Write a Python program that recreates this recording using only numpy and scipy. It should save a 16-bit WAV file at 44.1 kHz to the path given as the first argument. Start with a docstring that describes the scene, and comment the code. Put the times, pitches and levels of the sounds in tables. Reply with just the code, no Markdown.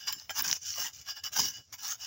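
"""In the open air, close by, a steel hand hoe works dry, cloddy garden soil in short, uneven strokes.
Random grains, filtered into rasp, crunch and fizz, follow each stroke and excite the blade's partials.
Filtered noise bursts are the snaps of small stones and the hollow crunches of breaking clods.
Knocks set off freely decaying partials, and catches of the edge sing as single swelling sines.
Low-pitched grains make the soft thud of shoved soil; noise makes a faint low rumble underneath."""
import sys
import numpy as np
from scipy import signal
from scipy.fft import rfft, irfft
from scipy.io import wavfile

SR = 44100
rng = np.random.default_rng(int(sys.argv[2]) if len(sys.argv) > 2 else 0)


def dump_mix(stems):
    """Bounce the given channels to the path in sys.argv[1] as a 16-bit WAV at rate SR."""
    frames = np.atleast_2d(stems).T  # one column per channel
    limited = np.clip(frames, -1, 1)  # hard clip at full scale
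    pcm = np.round(limited * 32767).astype(np.int16)
    wavfile.write(sys.argv[1], SR, pcm)


N = 90890  # samples

# Strokes of the hoe: (full contact from [s], held for [s], rise [s per 20 dB], fall [s per 20 dB],
# rasp level [dB], crunch level [dB], blade ring level [dB])
STROKES = [ (0.003, 0.060, 0.020, 0.030, -53, -62, -47), (0.072, 0.029, 0.008, 0.020, -40, -44, -35),
           (0.124, 0.007, 0.008, 0.018, -38, -49, -44), (0.150, 0.065, 0.020, 0.095, -56, -62, -57),
           (0.303, 0.013, 0.014, 0.018, -45, -47, -56), (0.358, 0.023, 0.010, 0.020, -40, -46, -44),
           (0.394, 0.012, 0.045, 0.010, -29, -38, -35), (0.443, 0.083, 0.030, 0.020, -36, -46.5, -42),
           (0.535, 0.032, 0.010, 0.018, -39, -53, -52), (0.655, 0.055, 0.062, 0.115, -37.5, -72, -48),
           (0.786, 0.088, 0.045, 0.032, -35.5, -45, -41), (0.936, 0.089, 0.012, 0.025, -48.5, -73, -58),
           (1.084, 0.028, 0.036, 0.034, -43, -52, -38), (1.168, 0.012, 0.024, 0.034, -50, -55, -42),
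           (1.237, 0.038, 0.002, 0.022, -39.5, -47.5, -41.5), (1.332, 0.026, 0.016, 0.015, -38, -51, -45),
           (1.362, 0.018, 0.008, 0.010, -30, -42, -37), (1.388, 0.019, 0.010, 0.015, -26, -38, -36),
           (1.418, 0.044, 0.015, 0.062, -32, -47, -37), (1.548, 0.032, 0.055, 0.048, -49, -74, -49),
           (1.726, 0.010, 0.003, 0.033, -40, -49, -52), (1.785, 0.025, 0.005, 0.030, -51, -63, -51),
           (1.842, 0.088, 0.045, 0.036, -38, -48, -48), (2.015, 0.045, 0.040, 0.030, -44, -55, -44)]
# The blade shoves soil aside: (full level from [s], held for [s], rise [s per 20 dB],
# fall [s per 20 dB], level [dB])
SHOVES = [(0.165, 0.015, 0.25, 0.02, -64), (0.398, 0.13, 0.03, 0.02, -56), (0.775, 0.1, 0.02, 0.04, -65),
          (1.388, 0.02, 0.025, 0.1, -46)]
# Small stones crack: (time [s], level [dB], pitch [Hz], twice the time to the peak [s])
STONE_SNAPS = [(0.0808, -30, 5000, 0.004), (0.1240, -33, 15600, 0.008), (0.1240, -40, 3400, 0.006),
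               (0.1980, -34.5, 5500, 0.0008), (0.2944, -33, 2200, 0.0015), (0.4228, -20, 15700, 0.002),
               (0.4775, -28, 6000, 0.003), (0.4895, -27, 6000, 0.001), (0.5132, -18, 5200, 0.0013),
               (0.5280, -17, 5700, 0.0015), (0.5280, -26, 2400, 0.0013), (0.7405, -34, 4000, 0.001)]
# Clods break with a hollow crunch: (time [s], level [dB], pitch [Hz], twice the time to the peak [s])
CLOD_BREAKS = [(0.088, -45, 1000, 0.014), (0.295, -46, 640, 0.010), (0.774, -50, 640, 0.026),
               (1.362, -40, 880, 0.016), (1.390, -33, 1000, 0.007)]
# The blade is knocked and rings freely: (time [s], level [dB], brightness [dB per octave])
KNOCKS = [(0.127, -37, 12), (0.2946, -33, 1), (0.304, -32, -3)]
# The edge catches and sings: (time [s], level [dB], pitch [Hz], twice the time to the peak [s])
SINGS = [(0.138, -48, 5228, 0.06), (1.103, -32, 4922, 0.011), (1.532, -44, 2934, 0.034)]
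# Partials of the steel blade: (frequency [Hz], relative level when rubbed [dB],
# relative level when knocked [dB], free decay time by 60 dB [s])
BLADE_PARTIALS = [(785, -21, -19, 0.07), (1400, -17, -7, 0.04), (1635, -9, -7, 0.12), (2940, -1, -14, 0.08),
                  (3135, -14, 0, 0.06), (3500, -10, -12, 0.05), (4922, 0, -30, 0.06), (5232, -8, -5, 0.09),
                  (5520, -2, -28, 0.05), (7248, -13, -12, 0.13)]
# Relative spectra of grit, crumbs, fine dust, shoved earth and rumble: (frequency [Hz], level [dB per Hz])
RASP_SPECTRUM = [(500, -58), (1400, -23), (3100, -14), (4100, -16), (5000, -4), (5800, 0), (7100, -7),
                 (8400, -30), (17000, -52)]
CRUNCH_SPECTRUM = [(100, -15), (540, -15), (840, 1), (1550, 2), (3500, -5), (8000, -34)]
FIZZ_SPECTRUM = [(8800, -30), (10200, -17), (12700, -24), (14500, -6), (15600, 0), (16500, -18)]
THUD_SPECTRUM = [(30, -30), (110, 0), (330, -2), (1800, -48)]
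RUMBLE_SPECTRUM = [(28, -40), (88, 0), (170, -16), (400, -25), (5500, -33), (9000, -48)]

RUMBLE_DB, RUMBLE_SWELL_DB = -66, 4.5
RASP_PER_S, CRUNCH_PER_S, FIZZ_PER_S = 5500, 1600, 8000  # mean grain rates
GRAIN_SPREAD_DB, JUDDER_DB, JUDDER_HZ = 4.2, 1.5, 130
DRAG_DB = -66  # the blade never quite leaves the soil
FIZZ_DB = -2.7
# With ring this far over crunch the blade is half free; soil shortens its ring
FREE_RING_DB, BURIED_T60_SHARE = 11, 0.2
RING_RISE_S = 0.001  # time constant
PATCH_DB, PATCH_HZ, PATCH_S = 4.2, 190, 0.085  # depth and smoothing scales of the resonances
SNAP_WIDTH_HZ, CLOD_WIDTH_HZ = 1200, 130  # from the pitch to half gain
CUTOFF_HZ = 16100


def amp(db):
    """A level in decibels is twenty times the logarithm of the gain."""
    return 10 ** (np.asarray(db) / 20)


def unit(x):
    """Dividing a signal by its root mean square gives it rms 1."""
    return x / np.sqrt(np.mean(x ** 2) + 1e-20)


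def add(mix, s, sound):
    """Superposition: a sound is summed into the mix from time s, in place."""
    part = mix[max(round(s * SR), 0):][:len(sound)]
    part += sound[:len(part)]


def colour(x, points, size=4096):
    """Minimum phase: the log gain alone fixes a causal filter, here of unit energy."""
    hz, db = np.transpose(points)
    f = abs(np.fft.fftfreq(size, 1 / SR))
    level_db = np.interp(np.log(f + 1), np.log(hz), db)
    log_gain = np.log(amp(level_db))
    response = np.exp(np.conj(signal.hilbert(log_gain)))
    taps = np.fft.ifft(response).real[:size // 2]
    return signal.fftconvolve(x, taps / np.linalg.norm(taps))[:len(x)]


def wander(hz):
    """Gaussian low-pass filtering turns white noise into smooth chance of rms 1."""
    f = np.fft.rfftfreq(N, 1 / SR)
    spectrum = rfft(rng.standard_normal(N)) * np.exp(-(f / hz) ** 2)
    return unit(irfft(spectrum, N))


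def grains(per_s):
    """Granular friction: many small impacts of random time, sign and size."""
    size = amp(GRAIN_SPREAD_DB * np.minimum(rng.exponential(1, N), np.pi))
    sign = rng.choice([-1, 1], N)
    present = rng.random(N) < per_s / SR
    return unit(size * sign * present)


def contact(rows, index):
    """Powers of independent movements add; each rises, holds and falls exponentially."""
    t, power = np.arange(N) / SR, np.zeros(N)
    for row in rows:
        start, hold, rise, fall = row[:4]
        before = np.maximum(start - t, 0) / rise
        after = np.maximum(t - start - hold, 0) / fall
        power += amp(row[index] - 20 * (before + after)) ** 2
    return np.sqrt(power)


def mode(hz, t60):
    """A damped partial is a sine with a quick onset and exponential decay."""
    t = np.arange(SR // 2) / SR
    onset = 1 - np.exp(-t / RING_RISE_S)
    decay = np.exp(-np.log(1000) * t / t60)
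    return np.sin(2 * np.pi * hz * t) * onset * decay


def swell(t, length):
    """Critically damped growth and decay: the curve peaks at 1 at half the length."""
    u = 2 * t / length
    return u * np.exp(1 - u)


def background():
    """Filtered noise with a wandering level gives a faint, lumpy outdoor rumble."""
    noise = colour(rng.standard_normal(N), RUMBLE_SPECTRUM)
    lumps = amp(RUMBLE_SWELL_DB * wander(hz=14))
    return amp(RUMBLE_DB) * unit(noise * lumps)


def rubbed(force, t60_share):
    """Forced vibration: grains drive the partials, which ring for a share of their free time."""
    steel = sum(amp(db) * unit(mode(hz, t60 * t60_share)) for hz, db, _, t60 in BLADE_PARTIALS)
    impacts = grains(RASP_PER_S) * force
    return signal.fftconvolve(impacts, steel / np.linalg.norm(steel))[:N]


def shifting(x, size=512):
    """Moving contact changes the resonances: narrow bands come and go along the blade."""
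    z = signal.stft(x, nperseg=size)[2]
    # Chance gains are smoothed over both frequency and time
    per_hz = np.fft.fftfreq(len(z), SR / size)
    per_s = np.fft.rfftfreq(z.shape[1], size / 2 / SR)
    smooth = np.exp(-(per_hz[:, None] * PATCH_HZ) ** 2 - (per_s * PATCH_S) ** 2)
    chance = np.fft.rfft2(rng.standard_normal(z.shape))
    patches = unit(np.fft.irfft2(chance * smooth, z.shape))
    gain = unit(amp(PATCH_DB * patches))
    return signal.istft(z * gain, nperseg=size)[1][:N]


def scraping():
    """Friction excitation: grit and crumbs under a juddering blade make it ring and raise a dust fizz."""
    judder = unit(amp(JUDDER_DB * wander(JUDDER_HZ)))
    grit = judder * contact(STROKES, index=4)
    crumbs = judder * contact(STROKES, index=5)
    bite = judder * contact(STROKES, index=6)
    grit = np.hypot(grit, amp(DRAG_DB))
    rasp = colour(grains(RASP_PER_S) * grit, RASP_SPECTRUM)
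    crunch = colour(grains(CRUNCH_PER_S) * crumbs, CRUNCH_SPECTRUM)
    dust = np.cbrt(grit ** 2 * crumbs)
    fizz = amp(FIZZ_DB) * colour(grains(FIZZ_PER_S) * dust, FIZZ_SPECTRUM)
    # The ring's power is shared between free and buried steel
    depth = np.arctan2(amp(FREE_RING_DB) * crumbs, bite)
    free = rubbed(bite * np.cos(depth), 1)
    buried = rubbed(bite * np.sin(depth), BURIED_T60_SHARE)
    return shifting(rasp + crunch + fizz + buried) + free


def cracks(rows, width_hz, size=4096):
    """Brittle fracture: each piece breaks in a short band of noise around its own pitch."""
    out, t, f = np.zeros(N), np.arange(size) / SR, np.fft.rfftfreq(size, 1 / SR)
    for s, db, hz, length in rows:
        shape = swell(t, length)
        band = 1 / (1 + (((f - hz) / width_hz) ** 2) ** 2)
        burst = irfft(rfft(rng.standard_normal(size)) * band) * shape
        # The burst takes the energy of its envelope
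        add(out, s, amp(db) * burst * np.linalg.norm(shape) / np.linalg.norm(burst))
    return out


def knocks():
    """Free vibration: the blade meets a hard clod and its partials ring on."""
    out, centre_hz = np.zeros(N), 3000
    for s, db, bright in KNOCKS:
        for hz, _, level, t60 in BLADE_PARTIALS:
            octaves = min(np.log2(hz / centre_hz), 1)  # the tilt stops one octave up
            add(out, s, amp(db + level + bright * octaves) * mode(hz, t60))
    return out


def singing():
    """Single-mode vibration: the edge catches and one partial swells and dies away."""
    out, t = np.zeros(N), np.arange(SR // 2) / SR
    for s, db, hz, length in SINGS:
        add(out, s, amp(db) * swell(t, length) * np.sin(2 * np.pi * hz * t))
    return out


def shoving():
    """Many low-pitched grain impacts merge into the dull tumble of displaced earth."""
    return colour(grains(CRUNCH_PER_S) * contact(SHOVES, index=-1), THUD_SPECTRUM)


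def scene():
    """Linear superposition joins the hoe, the soil and the open air in one channel."""
    breaking = cracks(STONE_SNAPS, SNAP_WIDTH_HZ) + cracks(CLOD_BREAKS, CLOD_WIDTH_HZ)
    mix = background() + scraping() + breaking + knocks() + singing() + shoving()
    return mix[None]


def record(dry):
    """Band limiting: a linear-phase low-pass filter removes the highest treble."""
    taps = signal.firwin(511, CUTOFF_HZ, window=("kaiser", 9), fs=SR)
    return signal.oaconvolve(dry, taps[None], "same")


dry = scene()
out = record(dry)
dump_mix(out)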